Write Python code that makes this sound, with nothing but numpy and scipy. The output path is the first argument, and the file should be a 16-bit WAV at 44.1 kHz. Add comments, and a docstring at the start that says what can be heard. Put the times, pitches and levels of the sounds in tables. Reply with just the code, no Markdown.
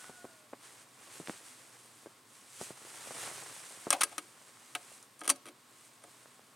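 """A stiff nylon jacket swishes and flaps as its wearer, outdoors in snow, frees the lid of a machine's steel box.
Sliding cloth hisses and rustles; buckling folds snap. The lid's stay and hinges click, chatter and
knock, ringing the fittings, rim and panels briefly. Faint air and a low drone lie underneath,
with a thin squeal that fades at the start."""
import sys
import numpy as np
from scipy import signal
from scipy.fft import rfft, irfft, next_fast_len
from scipy.io import wavfile
from scipy.ndimage import map_coordinates

SR = 44100
rng = np.random.default_rng(int(sys.argv[2]) if len(sys.argv) > 2 else 0)


def pcm_store(signal):
    """Save signal as 16-bit PCM."""
    levels = np.round(np.clip(np.atleast_2d(signal), -1, 1) * 32767)
    wavfile.write(sys.argv[1], SR, levels.astype(np.int16).T)


N = 289002

# outdoor air spectrum: f/Hz, relative level/dB
AIR_SPECTRUM = [(25, -42), (70, -19), (110, 2.5), (170, -7), (240, 2), (350, -3), (600, -4.5), (1150, -3),
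                (1800, -8), (2500, -10.5), (5000, -11.5), (8800, -38), (12000, -14.5), (15500, -23.5)]
# background noise bands: f/Hz, width/Hz, rms level/dB
DRONE_BANDS = [(122.5, 21, -79), (1088, 100, -74.5)]
# stereo likeness of air and cloth: f/Hz, left-right correlation/1
COHERENCE = [(120, .999), (300, 0.98), (600, 0.66), (2000, 0.65), (8000, 0.93), (13000, 1)]
# squeal and a weaker, lower tone: start f/Hz, sag/(Hz/s), level/dB, fade/(dB/s)
SQUEAL_TONES = [(1482, 130, -59, 32), (796, 430, -69.5, 3)]
# body movement in the jacket: t/s, effort/dB
BODY_EFFORT = [(0, -58), (.42, -67), (.92, -67.5), (1.12, -60), (1.45, -60.5), (1.85, -63), (1.95, -64.5),
               (2.3, -69), (2.8, -58.5), (3.24, -51), (3.5, -54.5), (4.1, -60), (4.3, -64), (4.9, -61),
               (5.1, -68.5), (5.65, -68.5), (6.22, -64.5), (6.55, -67.5)]
# sleeve strokes: peak t/s, length/s, hiss level/dB, rub level/dB
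SLEEVE_STROKES = [(0.653, 0.076, -56.5, -60.5), (0.768, 0.14, -59.5, -60.5), (1.022, 0.11, -63, -63.5),
                  (1.164, 0.078, -52.5, -62), (1.304, 0.086, -52.5, -58), (1.49, 0.11, -57, -66),
                  (2.01, 0.12, -61, -83), (2.377, 0.18, -61, -80), (2.576, 0.12, -54, -72),
                  (2.64, 0.092, -46, -59), (3.22, 0.1, -49, -54.5), (4.917, 0.24, -60.5, -73),
                  (5.825, 0.17, -61, -73), (6.143, 0.19, -65, -73)]
# sliding nylon, rubbing cloth spectra: f/Hz, relative level/dB
HISS_SPECTRUM = [(300, -34), (1000, -14), (2000, -6), (3000, -5.5), (5000, -6.5), (7000, -3), (8700, 0.5),
                 (10000, -4), (12000, -13), (15500, -24.5)]
RUB_SPECTRUM = [(50, -25), (120, 3), (220, -9.5), (350, 0.5), (700, 0.5), (1300, 2.5), (2100, 0.5),
                (3000, -6), (6000, -8.5), (14000, -26)]
# big buckling folds: t/s, level/dB, f/Hz
BIG_FOLDS = [(.043, -48, 1550), (.096, -45.5, 466), (.244, -43, 417), (.252, -46.5, 565),
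             (.5302, -48.5, 570), (.5337, -39, 580), (1.2002, -40.5, 355), (1.274, -42, 2300),
             (1.284, -42, 487), (1.2964, -41.5, 1880), (1.296, -35, 450), (2.06, -45, 536),
             (2.069, -47, 496), (2.613, -37, 463), (2.7059, -42, 407), (3.073, -47, 690), (3.108, -42, 580),
             (3.277, -42.5, 900), (3.869, -33.5, 438), (6.258, -53.5, 825), (6.394, -55.5, 690)]
# single steel contacts: t/s, tick level/dB, clack level/dB, panel level/dB, panel f/Hz, tick t60/s
STAY_CONTACTS = [(3.9046, -18, -29, -41, 620, 0.026), (3.92, -54, -37, -50, 700, 0.042),
                 (3.9273, -25, -27.5, -45, 704, 0.045), (3.93, -48, -32, -35.5, 730, 0.071),
                 (4.008, -30.5, -35.5, -46.5, 650, 0.05), (4.0118, -27, -29.5, -58, 600, .032),
                 (4.0165, -27.5, -26.5, -72, 520, 0.038), (4.034, -21.5, -28.5, -46, 533, 0.035),
                 (4.1809, -32.5, -35, -47.5, 277, 0.04), (4.7507, -36, -32.5, -45, 700, 0.04),
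                 (5.027, -51, -69, -83, 550, 0.012), (5.1924, -50, -72, -78, 550, 0.054),
                 (5.207, -48, -63, -60, 320, 0.069), (5.215, -65, -42.5, -49, 506, 0.015),
                 (5.2775, -26.5, -36, -44, 310, 0.021), (5.29, -32, -45, -70, 700, .04),
                 (5.2938, -26.5, -30.5, -63, 700, 0.017), (5.299, -18, -29.5, -42, 720, .024),
                 (5.3011, -20.5, -31, -42, 297, .048), (6.0384, -50.5, -56.5, -56.5, 535, .025)]
# hinge chatter: t/s, gap/s, tick level/dB, clack level/dB, panel level/dB, panel f/Hz
HINGE_RUNS = [(4.114, 0.0042, -57, -57, -57.5, 850), (5.2355, .0088, -46.5, -48, -57, 480),
              (5.456, 0.0096, -52, -51.5, -56.5, 330)]
# contact position as the hands shift: t/s, left minus right/dB
CONTACT_PAN = [(3.95, 2), (5.3, 0.5)]
# modes of fittings, lid rim, snow-damped panels: f/Hz, relative level/dB, t60/s
FITTING_MODES = [(4040, -10.5, 0.057), (4596, -8.5, 0.076), (5820, -3, 0.045), (6100, -18, 0.037),
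                 (6700, -21, .04), (7260, -24, .045), (8300, -0.5, 0.055), (8900, -15, .045),
                 (9100, 8, 0.039), (9700, 4, 0.025), (9690, -5, 0.022), (10400, -4, 0.07),
                 (11100, -9, 0.064)]
RIM_MODES = [(1104, -6.5, 0.028), (1258, 3.5, 0.046), (1617, -5.5, 0.059), (1980, -3, 0.031),
             (2234, -4.5, 0.043), (2650, -5, 0.039), (3110, -5, 0.032), (3324, -6, 0.045)]
PANEL_MODES = [(270, -10.5, 0.14), (304.5, 0.5, 0.093), (357.6, -9.5, 0.23), (446, -9.5, 0.16),
               (573, -6, 0.13), (717, -2, 0.11), (872, -3, 0.073)]
# dense-mode spectra of the same parts: f/Hz, relative level/dB
TICK_SPECTRUM = [(1500, -22.5), (4000, -8), (6000, 3), (7500, -0.5), (8800, 8), (10500, 2), (12500, -8),
                 (16000, -41)]
CLACK_SPECTRUM = [(400, -29), (850, -8), (1100, 1.5), (1290, -3), (1450, 2.5), (1620, -3.5), (1820, -5.5),
                  (2200, 1.5), (2700, -2.5), (4000, -5), (7000, -23)]
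KNOCK_SPECTRUM = [(30, -42), (130, -17), (290, 5), (420, -20), (560, 7), (850, 1), (1200, -9), (2500, -49)]
# decay of reflections: f/Hz, t60/s
REVERB_T60 = [(200, 0.61), (1500, 0.85), (5000, 0.55), (12000, 0.11)]


def amp(db):
    """Level to gain."""
    return 10 ** (np.asarray(db) / 20)


def unit(x):
    """Scale to rms 1."""
    return x / np.sqrt(np.mean(x ** 2) + 1e-20)


def along(points, hz):
    """Interpolate (f/Hz, value) rows on a log axis."""
    points_hz, values = np.transpose(points)
    return np.interp(np.log(hz + 1), np.log(points_hz + 1), values)


def wobble(rate_hz):
    """Smooth random curve with knots at rate_hz."""
    knots = rng.standard_normal(int(N * rate_hz / SR) + 4)
    return map_coordinates(knots, [np.arange(N) * rate_hz / SR])


def hump(at_s, length_s):
    """Gaussian swell, height 1."""
    return np.exp(-2 * ((np.arange(N) / SR - at_s) / length_s) ** 2)


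def filtered(x, response):
    """Apply the gain response(hz)."""
    n = x.shape[-1]
    n_fft = next_fast_len(n + 4096)
    return irfft(rfft(x, n_fft) * response(np.fft.rfftfreq(n_fft, 1 / SR)), n_fft)[..., :n]


def coloured(x, spectrum):
    """Shape by a spectrum; rms 1."""
    return unit(filtered(x, lambda hz: amp(along(spectrum, hz))))


def spread(pair, spectrum):
    """Two independent noises to coloured, near-mono stereo; rms 1."""
    def response(hz):
        angle = np.arccos(np.clip(along(COHERENCE, hz), -1, 1)) / 2
        return amp(along(spectrum, hz)) * [np.cos(angle), np.sin(angle)]
    mid, side = filtered(pair, response)
    return unit(np.array([mid + side, mid - side]))


def panned(x, left_db):
    """Set left over right by left_db."""
    return x * amp([[left_db / 2], [-left_db / 2]])


def add(track, at_s, sound):
    """Mix in place."""
    start = round(at_s * SR)
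    part = track[..., start:start + sound.shape[-1]]
    part += sound[..., :part.shape[-1]]


def background():
    """Quiet outdoor air, a low drone and a narrow band of far hiss."""
    air = amp(-64.5) * spread(rng.standard_normal((2, N)), AIR_SPECTRUM)
    for centre_hz, width_hz, db in DRONE_BANDS:
        band = filtered(rng.standard_normal(N), lambda hz: 1 / (1 + (2 * (hz - centre_hz) / width_hz) ** 2))
        air += amp(db) * unit(band)
    return air


def squeal(start_hz, sag_hz_per_s, db, fade_db_per_s, hold_s=0.43, release_s=0.08):
    """An unsteady tone sinks, fades, swells once and stops."""
    t = np.arange(N) / SR
    hz = start_hz - sag_hz_per_s * t + 9 * wobble(88.6)
    phase = 2 * np.pi * np.cumsum(hz) / SR
    surge_db = 7 * hump(at_s=0.213, length_s=0.047)
    level_db = db - fade_db_per_s * t + surge_db + 2.1 * wobble(53.4)
    release = np.clip(1 - (t - hold_s) / release_s, 0, 1)
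    return release * amp(level_db) * np.sqrt(2) * np.sin(phase)


def body_effort_db():
    """How hard the body moves, per sample."""
    return np.interp(np.arange(N) / SR, *np.transpose(BODY_EFFORT))


def weave(snaps_per_s, snap_gain):
    """Threads catch: sparse tiny snaps over smooth noise, as mid and side."""
    snaps = (rng.random(N) < snaps_per_s / SR) * rng.standard_normal(N)
    mid, side = rng.standard_normal((2, N))
    return np.array([mid + snap_gain * unit(snaps), side])


def jacket():
    """Nylon slides, sleeve and scarf rub; both follow effort and swell with each sleeve stroke."""
    effort_db = body_effort_db()
    full_db = effort_db.max()
    sliding = amp(full_db + 5 + 1.227 * (effort_db - full_db))
    rubbing = amp(full_db + 1.5 + 1.266 * (effort_db - full_db))
    for at_s, length_s, hiss_db, rub_db in SLEEVE_STROKES:
        speed = hump(at_s, length_s)
        sliding = np.hypot(sliding, amp(hiss_db) * speed)
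        rubbing = np.hypot(rubbing, amp(rub_db) * speed)
    sliding *= amp(0.88 * wobble(35))
    hiss = sliding * spread(weave(snaps_per_s=1500, snap_gain=0.65), HISS_SPECTRUM)
    rubbing *= amp(1.3 * wobble(60))
    rustle = rubbing * spread(weave(snaps_per_s=400, snap_gain=0.58), RUB_SPECTRUM)
    return panned(hiss + rustle, left_db=-0.7)


def small_folds(candidates=200, peak_per_s=30, centre_hz=760, scatter_oct=0.37, scatter_db=1.5):
    """Random folds, denser and louder with effort. Rows: t/s, level/dB, f/Hz."""
    effort_db = body_effort_db()
    onsets = rng.integers(N, size=candidates)
    chance = rng.random(candidates)
    size, pitch = rng.standard_normal((2, candidates))
    level_db = effort_db[onsets] + 2 + scatter_db * size
    hz = centre_hz * 2 ** (scatter_oct * pitch)
    folds_per_s = peak_per_s * amp(effort_db[onsets] - effort_db.max())
    buckles = chance < folds_per_s * N / SR / candidates
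    return np.transpose([onsets / SR, level_db, hz])[buckles]


def flaps():
    """A fold buckles with a pressure pulse; nearby steel and body reflect a short flutter."""
    out = np.zeros(N)
    t = np.arange(SR // 16) / SR
    head = SR // 200
    for at_s, db, hz in [*BIG_FOLDS, *small_folds()]:
        cycles = hz * t
        airflow = (1 - np.cos(2 * np.pi * cycles ** 0.76)) * np.exp(-cycles / 0.75)
        pressure = unit(np.gradient(airflow)[:head])
        spectrum = [(0.29 * hz, -32), (0.404 * hz, 1), (0.89 * hz, 0),
                    (1.6 * hz, -6), (4.6 * hz, -19), (13 * hz, -40)]
        flutter_envelope = 0.82 * amp(-60 * cycles / 26) * (1 - np.exp(-t / 0.001))
        flap = flutter_envelope * coloured(rng.standard_normal(len(t)), spectrum)
        add(flap, 0, pressure)
        cloth_lowpass = signal.butter(2, min(3.8 * hz, 0.4 * SR), fs=SR, output="sos")
        flap = signal.sosfilt(cloth_lowpass, flap)
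        add(out, at_s, amp(db) * flap / np.sqrt(np.mean(flap[:head] ** 2)))
    return out


def struck_steel(modes, spectrum, t60_s, rise_s, ring_db, crack, width, head_s, focus_hz=None):
    """One blow: a burst of dense modes plus a few ringing ones; rms 1 over the first head_s."""
    t = np.arange(SR // 6) / SR
    hz, db, mode_t60_s = np.transpose(modes)[:, :, None]
    if focus_hz:  # strike position favours nearby modes, -8 dB/octave
        away_db = lambda f: -8 * np.abs(np.log2(f / focus_hz))
        db = db + away_db(hz)
        spectrum = [(f, level_db + away_db(f)) for f, level_db in spectrum]
    db = db + rng.normal(0, 2.7, hz.shape)
    hz = hz * rng.normal(1, 0.00087, hz.shape)
    phase = rng.uniform(0, 2 * np.pi, hz.shape)
    ring = np.sum(amp(db - 60 * t / mode_t60_s) * np.sin(2 * np.pi * hz * t + phase), axis=0)
    decay = amp(-60 * t / t60_s) + crack * amp(-60 * t / 0.0086)  # direct crack dies first
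    mid, side = coloured(rng.standard_normal((2, len(t))), spectrum) * decay
    mid += amp(ring_db) * ring
    blow = np.array([mid + width * side, mid - width * side]) * (1 - np.exp(-t / rise_s))
    return blow / np.sqrt(np.mean(blow[:, :int(head_s * SR)] ** 2))


def contact(at_s, tick_db, clack_db, panel_db, panel_hz, t60_s):
    """Fittings tick, the rim clacks, the panels knock with a slower rise; at_s sets the pan."""
    tick = struck_steel(FITTING_MODES, TICK_SPECTRUM, t60_s, rise_s=0.00039,
                        ring_db=-12, crack=0.93, width=0.14, head_s=0.0029)
    clack = struck_steel(RIM_MODES, CLACK_SPECTRUM, 1.4 * t60_s, rise_s=0.00019,
                         ring_db=-1.5, crack=0.65, width=0.18, head_s=0.006)
    knock = struck_steel(PANEL_MODES, KNOCK_SPECTRUM, 2.15 * t60_s, rise_s=0.0022,
                         ring_db=2, crack=0, width=0.066, head_s=0.011, focus_hz=panel_hz)
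    left_db = np.interp(at_s, *np.transpose(CONTACT_PAN))
    return panned(amp(tick_db) * tick + amp(clack_db) * clack + amp(panel_db) * knock, left_db)


def lid(rebound_s=0.06, rebound_db=(-34.5, -32.5, -21.5)):
    """The stay strikes and falls back once, softly; loose hinges chatter in runs of four."""
    out = np.zeros((2, N))
    for at_s, *levels_db, panel_hz, t60_s in STAY_CONTACTS:
        add(out, at_s, contact(at_s, *levels_db, panel_hz, t60_s))
        add(out, at_s + rebound_s, contact(at_s, *np.add(levels_db, rebound_db), panel_hz, t60_s))
    for at_s, gap_s, *levels_db, panel_hz in HINGE_RUNS:
        for k, scatter_db in enumerate(rng.normal(0, 2, 4)):
            hit = contact(at_s, *levels_db, panel_hz, t60_s=0.044)
            add(out, at_s + k * gap_s, amp(scatter_db) * hit)
    return out


def reflections(x):
    """Reverb off the machine and snowy trees; treble dies first."""
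    hz, t, bins = signal.stft(rng.standard_normal((2, SR // 2)), SR, nperseg=256)
    decay = amp(-60 * t / along(REVERB_T60, hz)[:, None])
    _, tail = signal.istft(bins * decay, SR, nperseg=256)
    return signal.fftconvolve(x, tail / np.linalg.norm(tail[0]), axes=1)[:, :N]


def scene():
    """Stereo mix; reverb on the steel only."""
    steel = lid()
    mix = steel + amp(-31.5) * reflections(steel) + jacket() + background()
    return mix + sum(squeal(*tone) for tone in SQUEAL_TONES) + flaps()


def record(dry, low_cut_hz=100, top_hz=16000):
    """Thin the deep bass, cut everything above top_hz."""
    low_cut = signal.butter(3, low_cut_hz, "highpass", fs=SR, output="sos")
    return filtered(signal.sosfilt(low_cut, dry), lambda hz: hz < top_hz)


dry = scene()
out = record(dry)
pcm_store(out)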